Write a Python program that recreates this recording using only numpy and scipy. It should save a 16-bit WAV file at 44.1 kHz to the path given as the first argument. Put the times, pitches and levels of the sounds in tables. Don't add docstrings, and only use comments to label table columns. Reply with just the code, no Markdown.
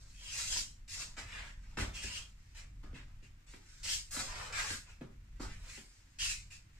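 import sys
import numpy as np
from scipy import signal
from scipy.fft import rfft, irfft, next_fast_len
from scipy.io import wavfile
from scipy.ndimage import uniform_filter1d

SR = 44100
rng = np.random.default_rng(int(sys.argv[2]) if len(sys.argv) > 2 else 0)


def voltage_ratio(decibels):
    exponent = np.asarray(decibels, float) / 20
    return 10 ** exponent


def int16_out(signal):
    q = np.round(np.clip(np.atleast_2d(signal).T, -1, 1) * 32767)
    wavfile.write(sys.argv[1], SR, q.astype(np.int16))


N = 299785


def rms_one(x):
    return x / np.sqrt(np.mean(x ** 2) + 1e-20)


def in_time(rows):
    s, *columns = np.transpose(rows)
    return [np.interp(np.arange(N) / SR, s, column) for column in columns]


def at_hz(points, hz):
    table_hz, values = np.transpose(points)
    return np.interp(np.log(hz), np.log(table_hz), values)


def colour(x, spectrum):
    size = next_fast_len(N)
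    hz = np.arange(size // 2 + 1) * SR / size + 1
    shaped = rfft(x, size) * voltage_ratio(at_hz(spectrum, hz))
    return rms_one(irfft(shaped, size)[..., :N])


def drift(rate_hz):
    r = np.exp(-2 * np.pi * rate_hz / SR)
    wander = signal.lfilter([1], [1, -2 * r, r * r], rng.standard_normal(N + SR))
    return rms_one(wander[SR:])


def resonance(x, hz, width):
    r = np.exp(-np.pi * width / SR)
    poles = [1, -2 * r * np.cos(2 * np.pi * hz / SR), r * r]
    return signal.lfilter([(1 - r * r) / 2, 0, (r * r - 1) / 2], poles, x)


def body(x, modes, gains=None):
    gains = np.ones(len(modes)) if gains is None else gains
    out = 0
    for k, (hz, width, db) in enumerate(modes):
        out = out + (-1) ** k * voltage_ratio(db) * gains[k] * resonance(x, hz, width)
    return out


def favoured(modes, contact_hz, octaves, flicker_db):
    near = []
    for hz, width, db in modes:
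        distance = np.log2(hz / contact_hz) / octaves
        near.append(voltage_ratio(-6 * distance ** 2 + flicker_db * drift(6.7)))
    return near / np.sqrt(np.sum(np.square(near), axis=0))


PORT_SPLIT_HZ = 310


def ports(common, apart):
    highpass = signal.butter(3, PORT_SPLIT_HZ, "high", fs=SR, output="sos")
    apart = signal.sosfilt(highpass, apart)
    return np.array([common + apart, common - apart]) / np.sqrt(2)


BITE_S, FIRST_BITE, SWELL_DB = 0.011, 0.7, 4


def touch(t, start, swell, lift_db_per_s):
    since = np.maximum(t - start, 0)
    bite = (t >= start) * (1 - (1 - FIRST_BITE) * np.exp(-since / BITE_S))
    press_db = -SWELL_DB * np.maximum(1 - since / swell, 0)
    lift_db = -lift_db_per_s * np.maximum(since - swell, 0)
    return (bite * voltage_ratio(press_db + lift_db)) ** 2


GATHER_DB_PER_S = 134


def glide(t, full, hold, lift_db_per_s):
    gather_db = -GATHER_DB_PER_S * np.maximum(full - t, 0)
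    lift_db = -lift_db_per_s * np.maximum(t - full - hold, 0)
    return voltage_ratio(gather_db + lift_db) ** 2


# (touch time [s], swell [s], grit level [dB],
# blade ring above grit [dB], contact resonance [Hz])
LANDINGS = [(.878, 0.078, -49, -5, 2180), (0.974, 0.038, -45.5, -7.5, 2370), (1.166, 0.019, -52, 5, 2020),
            (1.77, 0.039, -47.5, 4.5, 1800), (1.934, 0.038, -51, -1, 2720),
            (2.013, 0.02, -46.5, -2.5, 2280), (2.545, 0.037, -59, 5.5, 2020),
            (2.831, 0.0053, -72, -8, 1850), (2.942, 0.014, -63.5, 13.5, 2020), (3.224, 0.008, -70, 6, 2340),
            (3.464, 0.057, -62, -2.5, 2230), (3.83, 0.073, -42, -9, 2780),
            (3.876, 0.055, -39.5, -10.5, 2920), (4.108, 0.091, -42.5, -8, 1850),
            (4.523, 0.082, -44.5, 6.5, 1773), (5.009, 0.0078, -77, 3, 1600),
            (5.397, 0.018, -52.5, -20, 1670), (6.186, 0.052, -40.5, -3.5, 2790),
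            (6.246, 0.059, -41.5, -4.5, 2450), (6.503, 0.023, -57, -1, 2400)]
# (full speed time [s], hold [s], grit level [dB],
# blade ring above grit [dB], contact resonance [Hz])
GLIDES = [(0.0, 0.33, -68.5, -10.5, 1960), (0.29, 0.066, -55.5, -1.5, 3300),
          (0.378, 0.047, -43, -6.5, 2180), (0.527, 0.048, -39, -11.5, 2850),
          (1.336, 0.057, -59, 12.5, 1970), (1.452, 0.022, -63, 11, 1880), (1.63, 0.12, -75.5, 6, 2060),
          (2.15, 0.013, -47.5, -4, 2980), (2.094, .02, -61, 4.5, 2480), (2.416, 0.18, -77, 3, 2040),
          (3.078, 0.018, -83, 8, 1980), (3.68, 0.17, -67, -2, 1770), (4.248, 0.21, -53.5, 2, 2160),
          (4.668, 0.063, -46, 0.5, 1813), (4.897, .012, -69, 4.5, 2280), (5.497, 0.046, -65.5, 8, 1960),
          (5.698, 0.071, -56.5, -0.5, 2230), (5.86, 0.14, -71.5, -2.5, 1970),
          (6.092, 0.09, -77.5, -1, 2000), (6.75, .08, -77.5, 4.5, 2130)]
# (touch time [s], swell [s], level [dB])
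LEANS = [(0.0, 0.063, -76.5), (.2, 0.073, -69), (.34, 0.076, -60.5), (.49, 0.049, -57.5),
         (0.951, 0.065, -60), (1.166, 0.016, -53.5), (1.29, 0.14, -58), (1.53, .2, -76.5),
         (1.773, 0.054, -48.5), (1.938, 0.24, -63.5), (2.545, .06, -68), (2.83, 0.0045, -60),
         (2.945, 0.015, -66), (3.06, 0.03, -76), (3.465, 0.034, -73), (3.835, 0.048, -59),
         (4.106, .03, -63), (4.14, 0.054, -50.5), (4.27, 0.15, -50.5), (4.45, 0.16, -53),
         (4.6, 0.054, -51.5), (4.86, 0.034, -69), (5.007, 0.0073, -62.5), (5.396, 0.011, -49.5),
         (5.58, 0.11, -67), (6.505, 0.0071, -76)]
LIFT_DB_PER_S, BLADE_LIFT_DB_PER_S, SHAFT_LIFT_DB_PER_S = 194, 206, 172


def pressure():
    t = np.arange(0, N + 16, 16) / SR
    hiss, blade, pitch, shaft = np.full((4, len(t)), 1e-11)
    pitch = pitch * np.log(2000)
    for shape, rows in ((touch, LANDINGS), (glide, GLIDES)):
        for s, length, db, ring_db, hz in rows:
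            ring = voltage_ratio(db + ring_db) ** 2 * shape(t, s, length, BLADE_LIFT_DB_PER_S)
            hiss = hiss + voltage_ratio(db) ** 2 * shape(t, s, length, LIFT_DB_PER_S)
            blade = blade + ring
            pitch = pitch + ring * np.log(hz)
    for s, length, db in LEANS:
        shaft = shaft + voltage_ratio(db) ** 2 * touch(t, s, length, SHAFT_LIFT_DB_PER_S)
    hiss_db = 10 * np.log10(hiss)
    blade_db = 10 * np.log10(blade / hiss)
    shaft_db = 10 * np.log10(shaft / hiss)
    return in_time(np.transpose([t, hiss_db, blade_db, shaft_db, np.exp(pitch / blade)]))


# (time [s], level [dB])
RUMBLE = [(0.0, -51), (.55, -49.5), (.8, -53), (1.3, -47.5), (1.7, -47), (1.89, -45.5), (2.2, -51),
          (2.5, -54.5), (2.9, -43.5), (3.3, -51.5), (3.75, -58), (4.35, -46.5), (4.85, -52.5), (5.3, -48.5),
          (5.49, -41.5), (5.95, -65), (6.3, -49.5), (6.8, -54)]
# (frequency [Hz], density [dB per Hz])
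RUMBLE_COLOUR = [(10, -14), (22, -3), (33, -4), (46, -3.5), (62, -16), (87, -12), (120, -17), (200, -29),
                 (260, -35), (400, -50), (800, -90)]
# (frequency [Hz], density [dB per Hz])
AIR = [(150, -26), (250, 6), (398, -5.5), (646, -8), (1820, -2.5), (2620, -4.5), (3510, -10), (7510, -11),
       (10200, -21), (14500, -21), (15500, -7)]
AIR_DB, RUMBLE_TRIM_DB, LUMP_DB, PORT_WOBBLE_DB = -72, -3, 0.44, -30
SHAKE_DB = -1.5


def background():
    rumble_db, = in_time(RUMBLE)
    hiss_db = pressure()[0]
    load = uniform_filter1d(voltage_ratio(0.46 * (hiss_db + 41)), size=SR // 12)
    steady = voltage_ratio(rumble_db + RUMBLE_TRIM_DB)
    level = np.hypot(steady, voltage_ratio(SHAKE_DB - 49) * load) * voltage_ratio(LUMP_DB * drift(1.9))
    rumble, wobble = level * colour(rng.standard_normal((2, N)), RUMBLE_COLOUR)
    air = voltage_ratio(AIR_DB + drift(29.0)) * colour(rng.standard_normal((2, N)), AIR)
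    heard = ports(np.sqrt(2) * (rumble + air[0]), voltage_ratio(3.5) * air[1] + rumble)
    return heard + voltage_ratio(PORT_WOBBLE_DB) * wobble * [[1], [-1]]


def grit(per_s, spread_db):
    sizes = voltage_ratio(spread_db * np.minimum(rng.exponential(1, N), 5)) * rng.choice([-1, 1], N)
    return rms_one(sizes * (rng.random(N) < per_s / SR))


# (frequency [Hz], density [dB per Hz])
GRIT = [(2000, -48), (3400, -15.5), (3670, -8), (4850, -5), (5210, -2), (6260, -11), (7430, -5),
        (10500, -22.5), (14500, -28), (15600, -32)]
# (frequency [Hz], width [Hz], level [dB])
TIP = [(3830, 1000, 21), (3950, 280, -75), (5370, 233, -39), (6200, 2400, 46), (7200, 4000, 45.5)]
# (frequency [Hz], width [Hz], level [dB])
BLADE = [(1510, 290, 4), (1670, 137, 1.5), (1903, 230, -13), (2190, 47, -3.5), (2450, 590, 2),
         (2573, 236, 9.5), (2816, 118, 8.5), (3213, 174, 11.5)]
# (frequency [Hz], width [Hz], level [dB])
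SHAFT = [(546, 247, -0.5), (669, 260, 3.5), (853, 390, 1.5), (1060, 244, 3.5), (1356, 500, -1.5)]
# (time [s], edge resonance [Hz])
TILT = [(0.0, 5370), (.55, 6000), (1.03, 5930), (1.4, 5260), (1.6, 6050), (1.79, 4800), (2.05, 5850),
        (2.2, 5500), (2.6, 6200), (3.0, 5240), (3.55, 6160), (3.9, 5040), (4.12, 7200), (4.42, 4770),
        (4.78, 6500), (5.1, 5750), (5.78, 6590), (6.8, 6000)]


def scrape():
    hiss_db, blade_db, shaft_db, contact_hz = pressure()
    edge_hz, = in_time(TILT)
    fine, edgy, coarse, deep = [grit(per_s=5000, spread_db=3.0) for part in range(4)]
    edge = rms_one(body(edgy, TIP, favoured(TIP, edge_hz, octaves=.25, flicker_db=1.)))
    hiss = rms_one(colour(fine, GRIT) + voltage_ratio(-3) * edge)
    ring = rms_one(body(coarse, BLADE, favoured(BLADE, contact_hz, octaves=.22, flicker_db=1.5)))
    broad = rms_one(resonance(resonance(deep, 2000, 1640), 2000, 1640))
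    focus = voltage_ratio(np.clip(0.59 * blade_db + 4.0, -9, 4))
    blade = (focus * ring + broad) / np.sqrt(focus ** 2 + 1)
    shaft = rms_one(body(edgy, SHAFT))
    stroke = hiss + voltage_ratio(blade_db) * blade + voltage_ratio(shaft_db) * shaft
    return voltage_ratio(hiss_db + 1.02 * drift(57)) * stroke


# (time [s], peak level [dB], hardness [dB], boom [dB], fade t60 [s])
THUMPS = [(0.562, -48, 15.5, -6, 0.17), (1.02, -62, 10, -10, 0.39), (1.172, -48.5, -1, -21, 1),
          (1.773, -33, 5, -24, 0.33), (1.787, -43, 13.5, 11, 1), (1.811, -37.5, -11, 10.5, 0.16),
          (1.866, -47, -15, 14.5, 0.28), (2.04, -44, 0, 6.5, 0.13), (2.838, -49, -5, 7, 0.21),
          (2.93, -44, -7, -21, 0.41), (3.224, -56.5, -14, -16, 0.47), (3.537, -49.5, 7, -9, 0.59),
          (4.166, -41, 11, -3, 1), (4.705, -42, 10.5, 4, 0.1), (5.011, -36, -8.5, -27, 0.26),
          (5.04, -45.5, -20, -16, 0.35), (5.399, -36.5, -27, -11, 0.26), (5.426, -45, -25, 1, 0.3),
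          (5.458, -52.5, -11, 13.5, 0.39), (5.776, -49, 6.5, -12, 0.41)]
# (frequency [Hz], width [Hz], level [dB])
BOARDS = [(128.6, 8.5, -3), (182, 54, -3), (225, 34, 2.5), (292, 61, 0.5), (384, 33, 1.5), (536, 190, -7)]
# (frequency [Hz], width [Hz], level [dB])
JOISTS = [(52, 10, -4), (87, 9, 2), (118, 14, -3)]


def thumps():
    low, boom, knock = np.zeros((3, N))
    t = np.arange(int(.5 * SR)) / SR
    for s, db, hard_db, boom_db, t60 in THUMPS:
        at = round(s * SR)
        span = slice(at, at + len(t))
        rattle = rng.standard_normal(len(t)) * voltage_ratio(-60 * t / t60 - 16)
        push = 0.85 * np.exp(-t / 0.0016)
        shove = t / 0.0065 * np.exp(-t / 0.0077)
        tap = rattle * np.exp(-t / 0.15) - 1.74 * np.exp(-t / 0.00035)
        low[span] += voltage_ratio(db) * (rattle + push)
        boom[span] += voltage_ratio(db + boom_db) * shove
        knock[span] += voltage_ratio(db + hard_db) * tap
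    blows = voltage_ratio(13.5) * body(low, BOARDS) + voltage_ratio(4) * resonance(knock, 1890, 1900)
    return blows, voltage_ratio(19.0) * body(boom, JOISTS)


# (peak level [dB], frequency [Hz], width [Hz])
CRACK = (-14, 1150, 1100)
CRACK_S = 1.7872


def crack():
    db, hz, width = CRACK
    click = np.zeros(N)
    click[round(CRACK_S * SR)] = -voltage_ratio(db + 9.0)
    return resonance(resonance(click, hz, width), hz, width)


# (frequency [Hz], t60 [s])
ROOM_T60 = [(100, 0.4), (500, 0.17), (2000, 0.094), (8000, 0.15)]


def room(x, direct_db):
    hop, places = SR // 16, 30
    t = np.arange(int(.3 * SR)) / SR
    edges = 40 * 2.0 ** np.arange(0, 9.1)
    white = rng.standard_normal((2, places, len(t)))
    tails = 0
    for low, high in zip(edges, edges[1:]):
        t60 = at_hz(ROOM_T60, np.sqrt(low * high))
        bandpass = signal.butter(1, [low, high], "band", fs=SR, output="sos")
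        tails = tails + signal.sosfilt(bandpass, white) * voltage_ratio(-60 * t / t60) / np.sqrt(t60)
    tails = tails * (1 - np.exp(-t / 0.00053))
    tails = ports(*tails / np.sqrt(np.mean(np.sum(tails[0] ** 2, axis=1))))
    tails[0, :, 8] += voltage_ratio(direct_db)
    tails[1, np.arange(places), rng.integers(3, 14, places)] += voltage_ratio(direct_db)
    padded = np.pad(x, (hop, 3 * hop))
    out = np.zeros((2, N + 5 * hop + len(t)))
    for k in range(N // hop + 2):
        start, stop = k * hop, (k + 2) * hop
        piece = padded[start:stop] * np.hanning(2 * hop) ** .6
        out[:, start:stop + len(t) - 1] += signal.fftconvolve(piece[None], tails[:, k % places], axes=1)
    return out[:, hop:hop + N]


def scene():
    blows, boom = thumps()
    return voltage_ratio(2) * room(scrape() + blows, direct_db=-6) + boom + crack() + background()


def low_pass(x):
    return signal.sosfilt(signal.butter(12, 15700, fs=SR, output="sos"), x)


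def record(dry):
    lowpass = signal.cheby2(12, 60, 15900, fs=SR, output="sos")
    mix = signal.sosfilt(lowpass, dry)
    return low_pass(mix)


dry = scene()
out = record(dry)
int16_out(out)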